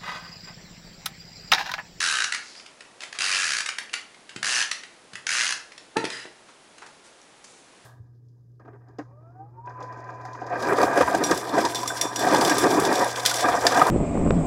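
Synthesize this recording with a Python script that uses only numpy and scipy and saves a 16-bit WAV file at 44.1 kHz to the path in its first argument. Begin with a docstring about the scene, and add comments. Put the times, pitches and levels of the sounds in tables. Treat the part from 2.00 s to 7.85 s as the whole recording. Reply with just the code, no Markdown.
"""Over a faint hiss in a small room, a tape runner is drawn along the four edges of a card. In each
stroke its ratchet buzzes at a rate set by the speed of the hand; single clicks sound as it is pressed
on and lifted off, and it bumps the craft table before the third and fourth strokes. Near 4 s it is put
down with a stick-slip squeak and a knock that rings the modes of the table, then pushed aside with a
rub of friction. Last, sheets of card rustle quietly as they are handled."""
import sys
import numpy as np
from scipy import signal
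from scipy.fft import rfft, irfft
from scipy.io import wavfile
from scipy.ndimage import uniform_filter1d

SR = 44100
rng = np.random.default_rng(int(sys.argv[2]) if len(sys.argv) > 2 else 0)


def waveform_to_disk(signal):
    """Save audio, clipped to [-1, 1], as 16-bit WAV at the path in sys.argv[1]."""
    frames = np.transpose(np.atleast_2d(signal))
    scaled = np.clip(frames, -1, 1) * 32767
    samples = np.round(scaled).astype(np.int16)
    wavfile.write(sys.argv[1], SR, samples)


N = 257959
TIME = np.arange(N) / SR
CUTOFF_HZ = 10980

# Levels in the tables are relative: each source applies its own gain.
# spectrum of the background hiss: f/Hz, level/dB
HISS_SPECTRUM = [(25, -16), (55, -14), (80, -15.5), (130, -7.5), (220, -4), (330, -1.5), (790, -3),
                 (1300, -6), (2500, -9), (5000, -12.5), (11000, -17.5)]
# reverberation time of the room: f/Hz, T60/s
ROOM_T60 = [(150, 0.39), (700, 0.42), (2000, 0.34), (5500, 0.3), (11000, 0.27)]
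# spectrum of rubbed card fibres: f/Hz, level/dB
CARD_SPECTRUM = [(150, -16), (400, 10.5), (750, 10.5), (1500, 8), (3000, -0.5), (6500, 2.5), (11000, -1)]
# rustles of card and hands, with a thin squeak of bracelet or arm (0.56 s) and a squeal of tape
# starting to peel (1.2 s): t/s, level/dB, length/s, f/Hz, bandwidth/Hz
RUSTLES_AND_SQUEAKS = [(0.396, -49, .18, 4670, 1390), (.56, -48, .035, 4900, 200),
                       (1.013, -38, 0.024, 2780, 2920), (1.144, -40.5, .024, 2010, 1980),
                       (1.2, -28.5, 0.033, 2640, 180), (4.483, -50.5, 0.021, 1280, 2500),
                       (4.78, -45, .009, 1800, 4940), (4.816, -42, 0.02, 1090, 1400),
                       (4.86, -46.5, 0.013, 1500, 5070), (5.036, -54.5, .056, 3480, 9200),
                       (5.216, -42, 0.0028, 5800, 1000), (5.441, -42.5, 0.0092, 3000, 8000),
                       (5.445, -58.5, .18, 7060, 4000)]
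# resonances of the sliding case: f/Hz, bandwidth/Hz, level/dB
SLIDE_MODES = [(1890, 190, 20), (2780, 390, 8), (3930, 110, 11), (4900, 62, 19.5), (7000, 180, -13),
               (10100, 100, -21)]
# harmonics of the skid squeak: harmonic number, level/dB
SQUEAK_HARMONICS = [(1, 2), (2, 4.5), (3, -1), (4, -1)]
# normal modes of the table top: f/Hz, level/dB, T60/s
TABLE_MODES = [(126.7, -27, 0.52), (209.4, -20.5, 0.2), (313, -8.5, 0.048), (377, -7, 0.079),
               (425, -10, 0.057), (467, -15, 0.12), (515, -16, 0.065), (624, -8.5, 0.045)]
# blows of the runner on the table: t/s, level/dB, contact time/s
KNOCKS = [(2.361, -17, 0.0026), (3.133, -19.5, 0.0041), (3.968, -11.5, 0.0012), (4.041, -19, .0008),
          (4.254, -36.5, 0.00022)]
# spectrum of contacts on the plastic case: f/Hz, level/dB
CASE_SPECTRUM = [(100, -35), (300, -19), (950, -9.5), (1350, -2), (1850, 1.5), (2800, -1), (3500, -4),
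                 (4500, -2), (6000, -6), (8000, -8), (11000, -13.5)]
# single clicks of the mechanism: t/s, level/dB, ring f/Hz
CLICKS = [(.322, -18.5, 1530), (.336, -27.5, 1700), (.346, -20.5, 1620), (.597, -39, 2900),
          (.661, -37, 3020), (.806, -36.5, 2550), (1.005, -34.5, 2920), (1.034, -29, 2780),
          (1.126, -30.5, 1800), (1.66, -19.5, 1820), (1.688, -20, 1800), (1.784, -21.5, 1860),
          (1.931, -28, 6000), (1.938, -19.5, 1860), (2.292, -35, 2800), (2.713, -18, 4500),
          (2.834, -34, 2060), (3.154, -28.5, 1550), (3.719, -40.5, 1890), (3.778, -35, 3040),
          (4.051, -23.5, 3050), (4.101, -26, 3900)]
# spectrum of the ratchet: f/Hz, level/dB
RATCHET_SPECTRUM = [(60, -45), (120, -21.5), (170, -24.5), (350, -20.5), (600, -17.5), (950, -12),
                    (1300, -5), (1700, 1), (2200, -6), (2800, -1.5), (3400, -8), (4600, -3.5), (6300, -5),
                    (8000, -10), (11000, -14.5)]
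# resonances of case and hollow hand, three for each stroke: f/Hz, bandwidth/Hz, level/dB
GRIP_MODES = [
    [(1300, 84, -0.5), (1480, 200, 4.5), (3890, 110, 5.5)],
    [(1310, 160, -6), (2380, 290, -4.5), (4780, 230, -3.5)],
    [(770, 82, -2.5), (1800, 220, -9), (2730, 180, -15)],
    [(1530, 97, -7), (2067, 150, 2.5), (6500, 340, -10)],
]
# strokes: start t/s, end t/s, first tooth rate/Hz, full tooth rate/Hz, slowing time/s, level/dB
STROKES = [(.003, .25, 87.4, 87.4, .2, -21.3), (1.187, 1.612, 42, 95, .204, -22.2),
           (2.428, 2.64, 53.5, 124.5, .041, -21.6), (3.267, 3.532, 28, 123, .128, -22)]


def from_db(db):
    """The decibel is logarithmic: 20 dB is a factor of ten in amplitude."""
    return 10 ** (np.asarray(db) / 20)


def at_hz(points, hz):
    """Interpolation of a table along a logarithmic frequency axis."""
    f, value = np.transpose(points)
    return np.interp(np.log(np.maximum(hz, 1)), np.log(f), value)


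def add(track, start, shape):
    """Superposition: a shape is summed into the track from its start time in seconds."""
    part = track[max(round(start * SR), 0):][:len(shape)]
    part += shape[:len(part)]


def colour(x, spectrum, size=4096):
    """Minimum-phase filtering to a spectrum; white noise comes out with its power below the cutoff."""
    hz = np.fft.rfftfreq(size, 1 / SR)
    gain = from_db(at_hz(spectrum, hz))
    gain /= np.sqrt(np.mean(gain ** 2 * (hz < CUTOFF_HZ)))
    cepstrum = irfft(np.log(gain))
    cepstrum[1:size // 2] *= 2  # folding onto positive time makes the filter causal
    cepstrum[size // 2 + 1:] = 0
    impulse_response = irfft(np.exp(rfft(cepstrum)))
    return signal.fftconvolve(x, impulse_response)[:N]


def resonate(x, hz, width):
    """A damped resonator with unit gain at its peak and a bandwidth in Hz."""
    r = np.exp(-np.pi * width / SR)
    feedback = [1, -2 * r * np.cos(2 * np.pi * hz / SR), r * r]
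    return signal.lfilter(np.array([1, 0, -1]) * (1 - r * r) / 2, feedback, x + 1e-18)


def grit(spread_db):
    """Contact noise: dense tiny impulses of random sign and size, with unit rms."""
    x = rng.choice([-1, 1], N) * from_db(spread_db * np.clip(rng.standard_normal(N), -2, 2))
    return x / np.std(x)


def burst(length, rise, steepness):
    """Transient envelope of one contact: an exponential rise, then a steeper than exponential fall."""
    t = TIME[:int(10 * length * SR)]
    return (1 - np.exp(-t / rise)) * np.exp(-(t / length) ** steepness)


def swell(start, rise, hold, release, fade_db_per_s, depth_db):
    """Piecewise exponential envelope of a rub: it climbs, sags steadily and is let go."""
    sag_db = -fade_db_per_s * hold
    corners = start + np.cumsum([0, rise, hold, release])
    levels_db = [-depth_db, 0, sag_db, sag_db - depth_db]
    return from_db(np.interp(TIME, corners, levels_db, left=-np.inf, right=-np.inf))


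def hiss(level_db=-53.5):
    """Stationary Gaussian noise, strongest in the low mid range, forms the background."""
    return from_db(level_db) * colour(rng.standard_normal(N), HISS_SPECTRUM)


def room(x, wet_db, first_echo_s=.006, late_db=-27, late_t60=0.89, size=8192):
    """Reverberation: diffuse echoes decay exponentially, band by band, over a faint slower tail."""
    t, bands, out = TIME[:SR], [], x.copy()
    late_tail = from_db(late_db - 60 * t / late_t60)
    edges_hz = np.geomspace(90, 14000, 9)
    for low, high in zip(edges_hz, edges_hz[1:]):
        bandpass = signal.butter(2, [low, high], "band", fs=SR, output="sos")
        noise = signal.sosfilt(bandpass, rng.standard_normal(N + SR))
        decay = from_db(-60 * t / at_hz(ROOM_T60, np.sqrt(low * high))) + late_tail
        bands.append((noise, decay * (t > first_echo_s)))
    # the echo pattern changes as the hands move: each overlapping piece meets a different one
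    for i in range(0, N, size):
        start = max(i - size, 0)
        near = np.arange(start, min(i + size, N))
        piece = x[near] * np.cos(np.pi / 2 * (near - i) / size)
        echoes = sum(noise[i:i + SR] * decay for noise, decay in bands)
        echoes /= np.linalg.norm(echoes)
        add(out, start / SR, from_db(wet_db) * signal.fftconvolve(piece, echoes))
    return out


def rustles_and_squeaks(level_db=3):
    """Friction noise: card and hands rustle in wide bands; bracelet or arm and tape squeak in narrow."""
    out, friction = np.zeros(N), colour(grit(spread_db=21), CARD_SPECTRUM)
    for start, db, length, hz, width in RUSTLES_AND_SQUEAKS:
        envelope = np.zeros(N)
        add(envelope, start, from_db(db) * burst(length, length / 5, steepness=1.9))
        band = resonate(friction, hz, width)
        out += envelope * band / np.std(band)
    return from_db(level_db) * out


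def case_slide(level_db=-38.5, rub_db=-8):
    """Forced vibration: friction on the mat drives the resonances of the case as it coasts to rest."""
    friction = grit(spread_db=6.5)
    song = sum(from_db(db) * resonate(friction, hz, width) for hz, width, db in SLIDE_MODES)
    rub = from_db(rub_db) * colour(friction, CASE_SPECTRUM)
    envelope = swell(start=4.102, rise=.023, hold=.12, release=.028, fade_db_per_s=77, depth_db=17)
    return from_db(level_db) * envelope * (song / np.std(song) + rub)


def skid_squeak(start_s=3.955, rise_s=.013, fade_s=.08, level_db=-25, jitter=0.0352):
    """Stick-slip oscillation: the landing case skids on the mat, faster as the weight comes on."""
    slip_hz = np.interp(TIME - start_s, [0, rise_s, rise_s + fade_s], [340.3, 446, 475])
    unevenness = uniform_filter1d(rng.standard_normal(N), size=100)
    slip_hz *= 1 + jitter * unevenness / np.std(unevenness)
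    phase = 2 * np.pi * np.cumsum(slip_hz) / SR
    tone = sum(from_db(db) * np.sin(round(k) * phase) for k, db in SQUEAK_HARMONICS)
    envelope = swell(start_s, rise_s, fade_s, release=rise_s, fade_db_per_s=430, depth_db=26)
    return from_db(level_db) * envelope * tone


def ring(force, modes):
    """Modal superposition: a unit impulse rings each mode at its own level; a steady force is silent."""
    out = np.zeros(N)
    for hz, db, t60 in modes:
        width = np.log(1000) / (np.pi * t60)
        out += from_db(db) * resonate(force, hz, width) * SR / (2 * np.pi * width)
    return out


def rocking_touches(count=2, gap_s=.022, first_db=-11, loss_db=3):
    """Damped rocking: after each blow the case touches the table again, ever more lightly."""
    return [(start + (k + 1) * gap_s, db + first_db - k * loss_db, contact)
            for start, db, contact in KNOCKS for k in range(count)]


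def table_knocks(thud_hz=400, thud_db=2, thud_t60=0.0048, low_cut_hz=125):
    """Impact excitation: the longer the contact, the more it favours the low modes of the table."""
    force = np.zeros(N)
    for start, db, contact in [*KNOCKS, *rocking_touches()]:
        push = burst(contact, contact, steepness=3.06)
        add(force, start, from_db(db) * push / push.sum())
    board = ring(force, [*TABLE_MODES, (thud_hz, thud_db, thud_t60)])
    # the microphone's low cut thins the deep bass of the knocks
    return signal.sosfilt(signal.butter(4, low_cut_hz, "high", fs=SR, output="sos"), board)


def jolts(gain_db=-5.5, loss_db_per_s=2000, ring_hz=3000):
    """Shock excitation: each blow jolts a click from the case, weaker when the contact is long."""
    return [(start, db + gain_db - loss_db_per_s * contact, ring_hz) for start, db, contact in KNOCKS]


def loose_ticks(held_s=3.95, per_s=3, mean_db=-44, spread_db=4, ring_hz=2300):
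    """Rattle: loose parts tick faintly at random times while the runner is held."""
    chance = rng.uniform(-1, 1, (round(per_s * held_s), 3))
    return [(held_s * abs(when), mean_db + spread_db * strength, ring_hz * 2 ** (pitch / 2))
            for when, strength, pitch in chance]


def case_clicks(level_db=1.18, ring_db=-4, ring_width_hz=750, soft_db=-48, hard_db=-15):
    """Free vibration: single teeth and loose parts snap in the case, each with its own short ring."""
    out, contacts = np.zeros(N), grit(spread_db=8)
    for start, db, hz in [*CLICKS, *jolts(), *loose_ticks()]:
        # a gentler contact lasts longer and is duller
        length_s = np.interp(db, [soft_db, hard_db], [.006, .0046])
        top_hz = np.interp(db, [soft_db, hard_db], [4000, 16000])
        shape = burst(length_s, rise=.0013, steepness=1.78)
        snap = from_db(db) * shape * contacts[round(start * SR):][:len(shape)]
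        snap = signal.lfilter(*signal.butter(1, top_hz, fs=SR), snap)
        add(out, start, snap + from_db(ring_db) * resonate(snap, hz, ring_width_hz))
    return from_db(level_db) * colour(out, CASE_SPECTRUM)


def tooth_rate(start, end, first_hz, full_hz, slowing_s, rise_hz_per_s=1400, last_hz=46):
    """Tooth rate is proportional to hand speed, which rises, holds and falls towards the corner."""
    speeding_up = first_hz + rise_hz_per_s * (TIME - start)
    slowing_down = np.interp(TIME, [end - slowing_s, end], [full_hz, last_hz])
    return np.minimum(speeding_up, slowing_down) * (TIME >= start) * (TIME < end)


def ratchet(stroke, grip, tooth_s=0.0047, rise_s=0.002, uneven_db=0.5, peel_db=-14, level_db=2.0):
    """An impact train makes a buzz: the pawl chatters over each tooth while the peeling tape crackles."""
    *motion, stroke_db = stroke
    rate_hz = tooth_rate(*motion)
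    pace = rate_hz / rate_hz.max()
    teeth_passed = np.ceil(np.cumsum(rate_hz) / SR)
    chatter = grit(spread_db=3)
    peel = from_db(peel_db) * pace * grit(spread_db=8)
    teeth = np.zeros(N)
    for i in np.flatnonzero(np.diff(teeth_passed, prepend=0)):
        softness, duration, pitch = rng.standard_normal(3)
        # slow teeth let go with a sharper snap
        shape = burst(tooth_s * np.exp(.1 * duration), rise_s * np.sqrt(pace[i]), steepness=2.8)
        tooth = from_db(-uneven_db * softness) * shape * chatter[i:i + len(shape)]
        # the gears turn, so each tooth favours another resonance of the plastic
        ping_hz = min(3200 * np.exp(.5 * pitch), CUTOFF_HZ)
        add(teeth, i / SR, tooth + resonate(tooth, ping_hz, width=400))
    buzz = teeth + peel
    hollow = sum(from_db(db) * resonate(buzz, hz, width) for hz, width, db in grip)
    return from_db(level_db + stroke_db) * colour(buzz + hollow, RATCHET_SPECTRUM)


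def scene():
    """Linear superposition: runner, card and table with their reverberation, over the hiss."""
    strokes = sum(ratchet(stroke, grip) for stroke, grip in zip(STROKES, GRIP_MODES))
    runner_and_card = room(strokes + case_clicks() + case_slide() + rustles_and_squeaks(), wet_db=-5)
    table = room(table_knocks() + skid_squeak(), wet_db=-9)
    return (runner_and_card + table + hiss())[None]


def record(dry):
    """Band limiting: a steep elliptic low-pass filter removes the top of the treble."""
    return signal.sosfilt(signal.ellip(12, .2, 80, CUTOFF_HZ, fs=SR, output="sos"), dry)


dry = scene()
out = record(dry)
waveform_to_disk(out)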